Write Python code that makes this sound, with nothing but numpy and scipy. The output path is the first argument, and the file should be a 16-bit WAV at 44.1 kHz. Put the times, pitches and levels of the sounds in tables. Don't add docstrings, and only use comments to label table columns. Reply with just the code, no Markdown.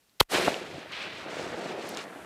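import sys
import numpy as np
from scipy import signal
from scipy.fft import rfft, irfft
from scipy.io import wavfile

SR = 44100
rng = np.random.default_rng(int(sys.argv[2]) if len(sys.argv) > 2 else 0)


def int16_out(signal):
    q = np.round(np.clip(np.atleast_2d(signal).T, -1, 1) * 32767)
    wavfile.write(sys.argv[1], SR, q.astype(np.int16))


N = 99225
TIME = np.arange(N) / SR


def amp(db):
    return 10 ** (np.asarray(db) / 20)


def rms_one(x):
    return x / np.sqrt(np.mean(x ** 2) + 1e-20)


def noise():
    return rng.standard_normal(N)


def curve(rows, column):
    table = np.array(rows)
    return np.interp(TIME, table[:, 0], table[:, column])


def band(x, low_hz, high_hz):
    edges = [low_hz, min(high_hz, .45 * SR)]
    return signal.sosfilt(signal.butter(2, edges, "band", fs=SR, output="sos"), x)


def coloured(x, spectrum):
    hz, db = np.transpose(spectrum)
    size = 2 ** 17
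    bins_hz = np.arange(size // 2 + 1) * SR / size
    log_gain = np.interp(np.log(bins_hz + 1), np.log(hz), db) * np.log(10) / 20
    cepstrum = irfft(log_gain)
    cepstrum[1:size // 2] *= 2
    cepstrum[size // 2 + 1:] = 0
    response = np.exp(rfft(cepstrum))
    return rms_one(irfft(rfft(x, size) * response)[:N])


def drift(rate_hz):
    r = np.exp(-2 * np.pi * rate_hz / SR)
    wander = signal.lfilter([1], [1, -2 * r, r * r], rng.standard_normal(N + SR))
    return rms_one(wander[SR:])


def scatter(per_s, spread_db, clump_db, clump_hz):
    sizes = amp(spread_db * np.minimum(rng.exponential(1, N), 4)) * rng.choice([-1, 1], N)
    arrivals = rng.random(N) < per_s / SR
    return sizes * arrivals * amp(clump_db * drift(clump_hz)) + 1e-18


def blip(start_s, db, hz, cycles):
    turns = np.maximum(TIME - start_s, 0) * hz
    swell = np.minimum(4 * turns, 1)
    decay = amp(-60 * np.maximum(turns - .25, 0) / cycles)
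    return amp(db) * np.sin(2 * np.pi * turns) * swell * decay


MAIN_S, MAIN_DB = .2115, 14
MAIN_SPAN_S = .0014


def main_blast():
    u = (TIME - MAIN_S) / MAIN_SPAN_S
    return amp(MAIN_DB) * np.interp(u, [0, .1, .2, .36, .44, .55], [0, .1, 1, .12, -.08, 0])


# (time [s], level [dB], length [s])
LEADING_PULSES = [(0.2043, -10, 0.0011), (0.2059, -8.5, 0.00091), (0.2072, -15, 0.0013), (0.209, -7, 0.002),
                  (.2104, -9.5, 0.0013)]


def leading_pulses():
    total = np.zeros(N)
    for start_s, db, length_s in LEADING_PULSES:
        u = (TIME - start_s) / length_s
        total += amp(db) * np.interp(u, [0, .5, .62, 1], [0, 0.96, -0.85, 0.082])
    return total


CRACK_S, CRACK_DB, CRACK_HOLD_S, CRACK_FADE_S = .2046, -9, .0026, .0009
CRACK_HZ, CRACK_SAG_HZ_PER_S, CRACK_WIDTH_HZ = 4200, 350000, 1000
CRACK_HISS_DB = -16


def crack():
    since = TIME - CRACK_S
    sounding = (since > 0) * (TIME < MAIN_S)
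    hold = sounding * np.exp(-np.maximum(since - CRACK_HOLD_S, 0) / CRACK_FADE_S)
    sag_hz = CRACK_SAG_HZ_PER_S * np.clip(since, 0, .006)
    pitch_hz = CRACK_HZ - sag_hz + CRACK_WIDTH_HZ * drift(490)
    phase = 2 * np.pi * np.cumsum(pitch_hz) / SR
    ring = hold * np.tanh(4.0 * np.sin(phase))
    hiss = amp(CRACK_HISS_DB) * rms_one(band(noise(), 1000, 10200))
    return amp(CRACK_DB) * (ring + sounding * hiss)


SNAP_S, SNAP_DB, SNAP_RISE_S, SNAP_HZ = .2012, -18.5, 0.00095, 3200


def action_snap():
    swell = np.exp(np.minimum(TIME - SNAP_S, 0) / SNAP_RISE_S) * (TIME < CRACK_S)
    grain = band(noise(), SNAP_HZ / 2, SNAP_HZ * 1.5) + .15 * noise()
    return amp(SNAP_DB) * swell * rms_one(grain)


# (time [s], low roll level [dB], deep bass level [dB])
SLOPE_ECHO = [(.305, -36, -50), (.335, -28, -54), (.36, -31, -49), (.42, -30.5, -57), (.47, -26.5, -56),
              (.514, -35, -52), (.63, -44, -59.5), (.72, -45, -50), (.76, -43, -43), (.8, -46, -68),
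              (.866, -49.5, -58), (1.03, -44, -62), (1.1, -47, -58), (1.22, -44.5, -52), (1.28, -41, -59.5),
              (1.4, -38, -56), (1.53, -37, -54), (1.75, -37.5, -62), (1.9, -38.5, -58), (2.06, -43, -76),
              (2.25, -46, -59)]
# (frequency [Hz], relative level per Hz [dB])
ROLL_TONE = [(53, -56.5), (90, -18.5), (173, -3), (253, -3.5), (361, 0.5), (598, -1), (647, 0.5),
             (950, -9.5), (1240, -48), (2090, -120)]


def slope_roll():
    hits = scatter(1500, spread_db=2.5, clump_db=2.0, clump_hz=26.6)
    roll = amp(curve(SLOPE_ECHO, column=1)) * coloured(hits, ROLL_TONE)
    low_hz, high_hz = 59.4, 184
    bass_level = amp(curve(SLOPE_ECHO, column=2) + 1.8 * drift(6.7))
    deep = band(band(noise(), low_hz, high_hz), low_hz, high_hz)
    return roll + bass_level * rms_one(deep)


# (time [s], wash level [dB], treble level [dB])
CRACK_WAVES = [(.328, -33.5, -34.5), (.35, -27, -34.5), (.372, -31, -33.5), (.39, -34.5, -39),
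               (.47, -33, -40.5), (.514, -39.5, -44), (.63, -47.5, -56), (.72, -49, -57.5),
               (.794, -47.5, -56.5), (.866, -52.5, -68), (.912, -48, -60), (.924, -40.5, -55),
               (.97, -39.5, -56), (1.03, -37, -54), (1.096, -42.5, -61), (1.218, -45.5, -54),
               (1.272, -46.5, -65), (1.3, -45, -53), (1.398, -44.5, -48.5), (1.5, -47, -52),
               (1.55, -48, -56), (1.6, -47.5, -52), (1.716, -44, -52), (1.75, -53.5, -61), (1.8, -46, -55),
               (1.9, -49.5, -47.5), (1.96, -48, -55), (1.985, -41.5, -46.5), (2.03, -49, -50.5),
               (2.062, -57.5, -65), (2.25, -57.5, -82)]
# (frequency [Hz], relative level per Hz [dB])
WASH_TONE = [(1120, -28), (1900, -3.5), (2010, -3.5), (2380, -0.5), (3060, -3.5), (4040, -7), (6000, -21.5),
             (7800, -48), (13200, -120)]
# (frequency [Hz], relative level per Hz [dB])
TREBLE_TONE = [(2060, -32), (3500, -6.5), (3860, -8.5), (4090, -3), (7880, -9.5), (10700, -22),
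               (14000, -30)]


def crack_wash():
    wash_hits = scatter(6000, spread_db=0.5, clump_db=0.9, clump_hz=37)
    wash = amp(curve(CRACK_WAVES, column=1)) * coloured(wash_hits, WASH_TONE)
    treble_hits = scatter(15000, spread_db=1.5, clump_db=1.4, clump_hz=73)
    treble = amp(curve(CRACK_WAVES, column=2)) * coloured(treble_hits, TREBLE_TONE)
    return wash + treble


# (time [s], level [dB])
SHEEN_LEVEL = [(.328, -37), (.35, -42), (.39, -47), (.47, -47), (.514, -56), (.63, -70), (.9, -75)]


def tree_sheen():
    hits = scatter(15000, spread_db=5.0, clump_db=1.0, clump_hz=44)
    return amp(curve(SHEEN_LEVEL, column=1)) * rms_one(band(hits, 7400, 12000))


# (time [s], level [dB])
MIDDLE_LEVEL = [(.33, -33), (.345, -26), (.378, -31), (.47, -36.5), (.5, -41.5), (.682, -49.5),
                (.89, -50.5), (.944, -43.5), (1.072, -43.5), (1.094, -48.5), (1.41, -42.5), (1.944, -46.5),
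                (2.008, -42), (2.03, -48.5), (2.25, -50.5)]


def echo_middle():
    hits = scatter(3000, spread_db=2.0, clump_db=0.8, clump_hz=42)
    return amp(curve(MIDDLE_LEVEL, column=1)) * rms_one(band(hits, 917, 1910))


# (time [s], level [dB], pitch [Hz])
RETURN_RINGS = [(.3175, -19, 730), (.3215, -17, 755), (.349, -15.5, 334), (.358, -15.5, 600),
                (.364, -24, 610), (.3835, -16, 510), (0.3974, -18, 383), (.412, -20, 610),
                (.4645, -19, 594), (0.477, -12, 1320), (0.481, -5.5, 700), (0.4808, -13, 1480),
                (0.4804, -18.5, 315), (.489, -19, 597), (.504, -22, 555), (0.617, -29, 400),
                (0.781, -30, 282), (1.368, -24.5, 496), (1.396, -23, 565), (1.466, -27, 387),
                (1.544, -23, 487), (1.938, -32, 490)]


def strong_returns():
    return sum(blip(start_s, db, hz, cycles=7.5) for start_s, db, hz in RETURN_RINGS)


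def echo():
    returns = slope_roll() + crack_wash() + tree_sheen() + echo_middle() + strong_returns()
    return returns * (TIME > MAIN_S + MAIN_SPAN_S)


# (time [s], level [dB], pitch [Hz], decay [cycles])
TICK_RINGS = [(.0955, -54, 4200, 24), (.5432, -16.5, 2880, 11.5), (.9213, -29, 4130, 16),
              (1.892, -24, 11300, 21), (1.944, -31, 3940, 18), (1.949, -27, 5000, 11.2),
              (1.972, -22, 6560, 16), (1.9727, -18, 3640, 6.4), (1.9723, -22, 1500, 2),
              (2.0405, -32, 5000, 5), (2.082, -44, 4000, 5.3)]


def ticks():
    return sum(blip(*row) for row in TICK_RINGS)


# (time [s], level [dB])
HISS_LEVEL = [(.6, -72), (1.2, -78), (1.9, -68), (2.25, -60)]


def high_hiss():
    return amp(curve(HISS_LEVEL, column=1)) * rms_one(band(noise(), 5000, 11500)) * (TIME > MAIN_S)


# (frequency [Hz], relative level per Hz [dB])
AIR_TONE = [(15, -41), (25, 5), (503, -8), (677, -10), (1330, -14), (3520, -12), (10100, -17),
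            (16000, -20.5)]
AIR_DB = -69


def still_air():
    return amp(AIR_DB) * coloured(noise(), AIR_TONE)


def scene():
    background = still_air() + high_hiss()
    shot = action_snap() + crack() + main_blast() + leading_pulses()
    return (shot + echo() + ticks() + background)[None]


CEILING, STUN_LEVEL = .58, 2.5
STUN_LAG_S, DEAD_S, WAKE_DB, WAKE_S = 0.00052, 0.075, -40, 0.015
SELF_NOISE_DB = -74
LIFT_DB, LIFT_S, LIFT_FADE_S = -43.5, 0.026, 0.012
# (frequency [Hz], resonance [Q])
BASS_CUTS = [(63, 0.46), (28.6, 0.98)]


def record(dry):
    stun_s = np.argmax(np.abs(dry[0]) > STUN_LEVEL) / SR + STUN_LAG_S
    since = TIME - stun_s
    waking = amp(WAKE_DB * np.exp(-np.maximum(since - DEAD_S, 0) / WAKE_S))
    gain = np.where(since < 0, 1, (since > DEAD_S) * waking)
    clipped = CEILING * np.tanh(dry / CEILING)
    lift = amp(LIFT_DB) * (since > 0) * np.clip((LIFT_S - since) / LIFT_FADE_S, 0, 1)
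    self_noise = rms_one(band(noise(), 180, 2500) + 0.46 * noise())
    x = gain * clipped + (lift + amp(SELF_NOISE_DB)) * self_noise
    for hz, q in BASS_CUTS:
        w = 2 * np.pi * hz
        b, a = signal.bilinear([1, 0, 0], [1, w / q, w * w], SR)
        x = signal.lfilter(b, a, x)
    return signal.sosfilt(signal.cheby2(12, 70, 16600, fs=SR, output="sos"), x)


dry = scene()
out = record(dry)
int16_out(out)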